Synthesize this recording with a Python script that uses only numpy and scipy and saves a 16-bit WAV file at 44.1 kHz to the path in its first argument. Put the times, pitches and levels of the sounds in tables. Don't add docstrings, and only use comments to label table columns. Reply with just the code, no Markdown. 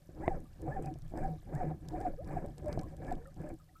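import sys
import numpy as np
from scipy import signal
from scipy.fft import rfft, irfft
from scipy.io import wavfile
from scipy.ndimage import uniform_filter1d

SR = 44100
rng = np.random.default_rng(int(sys.argv[2]) if len(sys.argv) > 2 else 0)


def persist_wave(psi):
    counts = np.round(np.clip(psi, -1, 1) * 32767).astype(np.int16)
    wavfile.write(sys.argv[1], SR, np.atleast_2d(counts).T)


def convert_level_to_amplitude(level_db):
    exponent = np.asarray(level_db, float) / 20
    return 10 ** exponent


N = 167580
TIME = np.arange(N) / SR


def rms_one(x):
    return x / np.sqrt(np.mean(x ** 2) + 1e-20)


def at_hz(points, hz):
    table_hz, values = np.array(points).T
    return np.interp(np.log(hz), np.log(table_hz), values)


def near(s, before, after):
    first = max(int((s - before) * SR), 0)
    last = min(int((s + after) * SR), N)
    k = np.arange(first, last)
    return k, k / SR - s


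def drift(rate_hz):
    r = np.exp(-80 * np.pi * rate_hz / SR)
    noise = rng.standard_normal(N // 40 + 2002)
    slow = signal.lfilter([1], [1, -2 * r, r * r], noise)[2000:]
    return np.interp(np.arange(N) / 40, np.arange(len(slow)), rms_one(slow))


def peak(x, hz, width_hz):
    r = np.exp(-np.pi * width_hz / SR)
    feedback = [1, -2 * r * np.cos(2 * np.pi * hz / SR), r * r]
    return signal.lfilter([(1 - r * r) / 2, 0, (r * r - 1) / 2], feedback, x + 1e-18)


def ring(clicks, hz, t60):
    r = convert_level_to_amplitude(-60 / (t60 * SR))
    w = 2 * np.pi * hz / SR
    return signal.lfilter([0, np.sin(w)], [1, -2 * r * np.cos(w), r * r], clicks + 1e-18)


def grains(clicks, low_hz, high_hz, cycles, tilt_db):
    dealt = rng.integers(0, 14, N)
    out = 0
    for k, hz in enumerate(np.geomspace(low_hz, high_hz, num=14)):
        rung = ring(clicks * (dealt == k), hz, cycles / hz)
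        narrow = peak(rung, hz, 3.3 * hz / cycles)
        out = out + convert_level_to_amplitude(tilt_db * np.log2(hz / low_hz)) * narrow
    return out


def coloured(spectrum):
    hz = np.maximum(np.fft.rfftfreq(N, 1 / SR), 1)
    white = rng.standard_normal(N)
    return rms_one(irfft(rfft(white) * convert_level_to_amplitude(at_hz(spectrum, hz)), N))


def bands(spectrum, flow, patchy_db, lumps_db):
    out = 0
    together = np.clip(drift(30), -1.5, 1.5)
    edges = 20 * 2 ** np.arange(0, 7.6, 1 / 3)
    white = rng.standard_normal((2, N + SR))
    for k, (low, high) in enumerate(zip(edges, edges[1:])):
        hz = np.sqrt(low * high)
        band_pass = signal.butter(2, [low, high], "band", fs=SR, output="sos")
        band = signal.sosfilt(band_pass, white[k % 2])[SR:]
        lumps = lumps_db * min(hz / 250, 1) * together
        level_db = at_hz(spectrum, hz) + lumps + patchy_db * drift(22.6)
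        out = out + band * convert_level_to_amplitude(level_db) * flow(hz)
    return out * np.sqrt(SR / 400)


def push(power):
    # (crest [s], rise [s], fall [s], level [dB])
    kicks = [(.1, .02, 0.057, -58), (0.268, 0.14, 0.21, -40.5), (0.731, 0.17, 0.14, -42),
             (0.871, 0.1, 0.092, -44.5), (1.19, 0.085, 0.2, -39.5), (1.59, .15, 0.23, -40),
             (2.031, 0.23, .14, -40), (2.338, .15, 0.21, -39), (2.59, 0.036, 0.037, -51),
             (2.73, 0.13, 0.15, -38), (2.9, 0.066, 0.097, -47.5), (3.09, 0.13, 0.12, -40),
             (3.249, 0.18, 0.066, -56.5), (3.465, 0.13, 0.11, -43)]
    t = np.arange(0, N + 64, 64) / SR
    force = 0
    for crest, rise, fall, db in kicks:
        part = np.interp(t, [crest - rise, crest, crest + fall], [0, 1, 0])
        force = force + convert_level_to_amplitude(db) * np.sin(np.pi / 2 * part) ** power
    return np.interp(TIME, t, force)


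def hiss():
    # (frequency [Hz], level [dB])
    hiss_colour = [(700, -29), (1000, -2.5), (1800, -11.5), (3000, -6.5), (7500, -8.5), (9000, -9.5),
                   (13500, -10.5), (15500, -12)]
    return convert_level_to_amplitude(-77) * coloured(hiss_colour)


def noise_apart():
    # (frequency [Hz], level [dB])
    apart_colour = [(40, 6), (750, 0), (2700, -19), (8000, -15.5), (15000, -24.5)]
    flow = 1 + convert_level_to_amplitude(46.5) * push(1)
    return convert_level_to_amplitude(-86.5) * flow * coloured(apart_colour) * [[1], [-1]]


def whine():
    # (frequency [Hz], level [dB])
    whine_tones = [(13125, -95), (13157, -98)]
    return sum(convert_level_to_amplitude(db + 3) * np.sin(2 * np.pi * hz * TIME) for hz, db in whine_tones)


def swirl():
    # (frequency [Hz], level [dB per Hz])
    swirl_colour = [(25, 8), (120, -2.5), (300, -20.5), (800, -29), (1300, -36), (3000, -47.5)]
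    # (time [s], level [dB])
    eddy_levels = [(0, -4), (.2, -2), (.55, 1), (1.05, 5.5), (1.42, 2), (1.85, 1), (2.2, 1), (2.95, 2),
                   (3.35, 1), (3.6, -4), (3.8, -5.5)]
    eddy = convert_level_to_amplitude(np.interp(TIME, *np.transpose(eddy_levels)))
    return convert_level_to_amplitude(-57) * bands(swirl_colour, lambda hz: eddy, patchy_db=3.5, lumps_db=3)


def gurgle(flow):
    born = rng.random(N) < 260 / SR
    size_db = -9.5 + 4.3 * np.minimum(rng.exponential(1, N), 2.2)
    return grains(born * flow * convert_level_to_amplitude(size_db), 259.5, 2190, cycles=11, tilt_db=-7.5)


def near_snaps():
    # (time [s], peak level [dB], frequency [Hz])
    snap_events = [(0.4034, -55, 8400), (0.6184, -51.5, 8700), (0.8243, -50, 10100), (0.859, -47.5, 8460),
                   (0.9399, -52.5, 5400), (0.987, -56, 8390), (1.0202, -54, 6450), (1.08, -59, 7990),
                   (1.1746, -51, 5540), (1.551, -48.5, 7700), (1.8859, -43.5, 6400), (2.004, -53.5, 8410),
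                   (2.0129, -51.5, 4400), (2.2452, -55.5, 4600), (2.2753, -53.5, 9980),
                   (2.4606, -54.5, 8030), (2.5813, -50, 7680), (2.644, -61, 6710), (2.6593, -53.5, 6600),
                   (2.6827, -51, 7700), (2.728, -41, 5010), (2.7922, -42, 4800), (2.8131, -49, 8200),
                   (2.8333, -53.5, 7820), (2.9673, -52.5, 8100), (3.048, -56, 4700), (3.0675, -54.5, 6440),
                   (3.1084, -54, 6220), (3.1243, -47.5, 7620), (3.153, -55.5, 4470), (3.273, -54.5, 9950),
                   (3.3429, -58, 8100), (3.4163, -60, 8050), (3.491, -55, 8060), (3.54, -57.5, 8090),
                   (3.6432, -61, 9780)]
    out = np.zeros(N)
    puff = np.exp(-np.arange(900) / (.0014 * SR))
    for s, db, hz in snap_events:
        burst = rng.standard_normal(900) * puff
        octaves = .4 * rng.standard_normal(4) * [0, 1, 1, 1]
        pitches = np.clip(hz * 2 ** octaves, 2800, 10000)
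        snap = sum(ring(burst, f, 8 / f) for f in pitches)
        start = int(s * SR)
        out[start:start + 900] += convert_level_to_amplitude(db + 1.5) * snap / np.abs(snap).max()
    return out


def crackle(flow):
    # (frequency [Hz], width [Hz], level [dB])
    shell_modes = [(4950, 300, -1), (6430, 600, -1), (7930, 900, 1), (10000, 900, -4), (12200, 900, -12)]
    chance = 320 * convert_level_to_amplitude(6 * drift(6)) / SR
    far_db = -73 + 3.2 * np.minimum(rng.exponential(1, N), 4)
    far = (rng.random(N) < chance) * convert_level_to_amplitude(far_db)
    out = near_snaps() + grains(far, 1730, 13000, cycles=14, tilt_db=2.33)
    fizz = convert_level_to_amplitude(-27 + 3.0 * drift(57)) * flow * rng.standard_normal(N)
    drive = .5 * out + fizz
    shell = drive / 8
    for k, (hz, width_hz, db) in enumerate(shell_modes):
        shell = shell + (-1) ** k * convert_level_to_amplitude(db) * peak(drive, hz, width_hz)
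    high_pass = signal.butter(3, 2500, "high", fs=SR, output="sos")
    return signal.sosfilt(high_pass, out + shell)


def rush():
    # (frequency [Hz], level [dB per Hz])
    rush_colour = [(25, -0.5), (70, -0.5), (200, -8), (800, -15), (1000, -25.5), (1400, -30.5),
                   (2200, -37.5), (2900, -34)]
    # (frequency [Hz], power [1])
    steepness = [(30, 0.71), (300, 0.81), (800, 1.77), (2500, 4)]
    return convert_level_to_amplitude(-3) * bands(rush_colour, lambda hz: push(at_hz(steepness, hz)), patchy_db=3.5, lumps_db=3.0)


def shaft(drive):
    # (frequency [Hz], width [Hz], level [dB])
    shaft_modes = [(155.8, 12.7, 7), (321.5, 32, 3.5), (564, 65, 2), (740, 24.7, 7), (758, 23, -2),
                   (1713, 130, 9.5), (2050, 290, -3), (2273, 32, 7.5)]
    body = drive + sum(convert_level_to_amplitude(db) * peak(drive, hz, width_hz) for hz, width_hz, db in shaft_modes)
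    wall = signal.cheby1(5, 1, 2394, fs=SR, output="sos")
    return signal.sosfilt(wall, body)


def knocks():
    # (time [s], peak level [dB], contact frequency [Hz])
    contacts = [(0.0909, -31.5, 430), (0.2793, -13, 2540), (0.957, -39, 900), (1.429, -52, 3300),
                (1.138, -25.5, 780), (2.775, -21, 960), (2.646, -40, 1450)]
    # (frequency [Hz], level [dB], time to fall 60 dB [s])
    housing_modes = [(171, -15, 0.035), (356, -10.5, 0.054), (490, -21, 0.09), (677, -3.5, 0.024),
                     (900, -15.5, 0.0077), (2000, -9.5, 0.011), (3560, -22.5, 0.011)]
    hits = np.zeros(N)
    for s, db, hz in contacts:
        touch = np.hanning(int(SR / hz) + 2)
        start = int(s * SR)
        hits[start:start + len(touch)] -= convert_level_to_amplitude(db) * touch / touch.sum()
    return sum(convert_level_to_amplitude(db) * ring(hits, hz, t60) for hz, db, t60 in housing_modes)


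def heave():
    # (centre [s], level [dB], length [s])
    heave_events = [(0.321, -37, 0.23), (0.788, -43, .16), (1.238, -34.5, .15), (1.62, -38, .14),
                    (2.101, -40, 0.2), (2.38, -42, 0.26), (2.8, -42.5, 0.21), (3.142, -38.5, .16),
                    (3.5, -45, .12)]
    out = np.zeros(N)
    for s, db, length in heave_events:
        swell = np.exp(-8 * ((TIME - s) / length) ** 2)
        out += convert_level_to_amplitude(db + 3) * swell * np.sin(2 * np.pi * 18.4 * (TIME - s))
    return out


def locks():
    # (centre [s], length [s], level [dB], frequency [Hz], glide [Hz per s])
    lock_events = [(0.236, 0.022, -42.5, 793, 2000), (0.317, 0.034, -36.5, 780, -3000),
                   (.205, 0.027, -44, 323, 3000), (.25, 0.063, -57, 2000, 6000), (.69, .06, -43, 510, 5000),
                   (.805, 0.048, -42, 450, -7000), (0.654, .08, -41, 320, 0),
                   (0.689, 0.064, -37, 150, -500), (.87, 0.094, -39, 141, -300),
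                   (1.16, 0.046, -38, 320.6, 500), (1.3, 0.11, -47.5, 750, -400),
                   (1.685, .08, -36.5, 155, 0), (1.715, 0.026, -42.5, 748, -1000),
                   (1.635, 0.033, -42, 520, -5000), (2.2, .06, -43, 560, 6000), (1.9, .09, -42.5, 161, 0),
                   (2.305, 0.029, -40, 760, 1000), (1.93, 0.073, -42, 310, 0),
                   (3.085, 0.028, -51, 1700, 2000), (3.405, 0.029, -41, 154, 0),
                   (.775, 0.048, -36, 777, -2000), (0.881, 0.068, -42.5, 767, -800),
                   (0.921, 0.04, -40.5, 320, 7), (1.252, 0.045, -36, 773, -300),
                   (1.615, 0.037, -31, 739, -2500), (1.949, 0.059, -38.5, 725, 502),
                   (2.062, 0.044, -30.5, 740, -2500), (2.372, 0.015, -30.5, 740, -1500),
                   (2.678, 0.052, -33, 600, -1000), (3.12, 0.02, -31, 737, -2500),
                   (3.21, 0.064, -53, 460, 1000), (3.275, 0.056, -52, 540, 1000),
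                   (3.53, 0.048, -42, 320.4, -5), (3.46, .11, -47.5, 600, 100),
                   (0.727, 0.041, -50, 1717, 3000), (1.55, 0.043, -33, 149.5, 6),
                   (1.31, 0.11, -39.5, 159.7, -3)]
    out = np.zeros(N)
    rough = convert_level_to_amplitude(1.5 * np.clip(drift(45), -2, 1))
    waver = .3 * drift(35)
    for s, length, db, hz, glide in lock_events:
        k, t = near(s, length, 1.2 * length)
        side = np.where(t < 0, .8 * length, 1.2 * length)
        swell = np.exp(-8 * (t / side) ** 2)
        phase = 2 * np.pi * (hz + glide * t / 2) * t + waver[k]
        out[k] += convert_level_to_amplitude(db + 1.5) * swell * rough[k] * np.sin(phase)
    return out


def whistle():
    # (multiple of the pitch [1], level [dB])
    partials = [(.47, -8), (1.0, -2.5), (2.1, -19)]
    # (crest [s], top frequency [Hz], level [dB], climb [Hz per s], fall [Hz per s])
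    arches = [(.27, 1050, -50.5, 10030, 5480), (.74, 900, -49, 7484, 6040), (1.245, 821.6, -47, 7980, 8940),
              (1.585, 923.6, -48, 8040, 7030), (2.03, 844, -46.5, 6983, 8000),
              (2.33, 1000, -53.5, 10060, 6090), (3.095, 843, -51, 8980, 9270)]
    round_s, lowest_hz = .012, 276.2
    out = np.zeros(N)
    for multiple, db in partials:
        waver = 1 + .025 * drift(30.0)
        flutter = convert_level_to_amplitude(db + 3.5 * np.minimum(drift(28), 1))
        for crest, top_hz, level_db, climb, fall in arches:
            k, t = near(crest, .2, .2)
            slope = np.where(t < 0, climb, fall)
            hz = top_hz - slope * (np.hypot(t, round_s) - round_s)
            phase = 2 * np.pi * np.cumsum(multiple * waver[k] * np.maximum(hz, lowest_hz)) / SR
            fade = np.clip(hz / lowest_hz - 1, 0, 1)
            out[k] += convert_level_to_amplitude(level_db) * fade * flutter[k] * np.sin(phase)
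    return out


def pings():
    # (time [s], peak level [dB], frequency [Hz], time to fall 60 dB [s])
    bubbles = [(3.205, -50, 1000, 0.033), (3.213, -52, 1500, 0.033), (3.22, -53, 1750, 0.033),
               (.453, -54, 1180, 0.059), (0.871, -42, 2460, 0.021), (1.385, -54, 1160, 0.036),
               (2.182, -59, 1240, 0.086), (2.829, -48, 1055, 0.11), (3.255, -40.5, 1330, 0.023),
               (3.259, -46.5, 1800, 0.032), (3.274, -49, 1210, 0.061), (3.598, -52.5, 1226, 0.065),
               (3.69, -55, 1890, 0.033), (3.753, -50, 1275, 0.11)]
    out = np.zeros(N)
    rough = convert_level_to_amplitude(2.5 * np.minimum(drift(78), 1) - 0.5)
    waver = 0.47 * drift(60)
    for s, db, hz, t60 in bubbles:
        k, t = near(s, 0, t60)
        attack = 1 - np.exp(-np.abs(t) / .005)
        phase = 2 * np.pi * hz * t * (1 + .6 * t) + waver[k]
        out[k] += rough[k] * convert_level_to_amplitude(db - 60 * t / t60) * attack * np.sin(phase)
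    return out


def ragged_top(x):
    # (lower edge [Hz], share of the time kept [1])
    ragged_bands = [(13600, .93), (14100, .8), (14600, .55), (15100, .2), (15500, .03)]
    spectrum, hz = rfft(x), np.fft.rfftfreq(N, 1 / SR)
    block = np.arange(N) // 1024 * 1024
    spare = drift(7)[block]
    edges = [edge for edge, _ in ragged_bands] + [SR]
    out = irfft(spectrum * (hz < edges[0]), N)
    for (low, kept), high in zip(ragged_bands, edges[1:]):
        own = spare + .4 * drift(15)[block]
        is_open = 1. * (own > np.quantile(own, 1 - kept))
        gate = uniform_filter1d(is_open, size=200)
        out = out + gate * irfft(spectrum * ((hz >= low) & (hz < high)), N)
    return out


def scene():
    torn_air = gurgle(convert_level_to_amplitude(-66.5) + push(1.96))
    through_shaft = shaft(swirl() + torn_air + rush() + whistle())
    direct = crackle(push(3.6)) + knocks() + heave() + locks() + pings()
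    return through_shaft + direct + hiss() + whine() + noise_apart()


def low_pass(x):
    return signal.sosfilt(signal.butter(12, 15710, fs=SR, output="sos"), x)


def record(dry):
    mix = ragged_top(dry)
    return low_pass(mix)


dry = scene()
out = record(dry)
persist_wave(out)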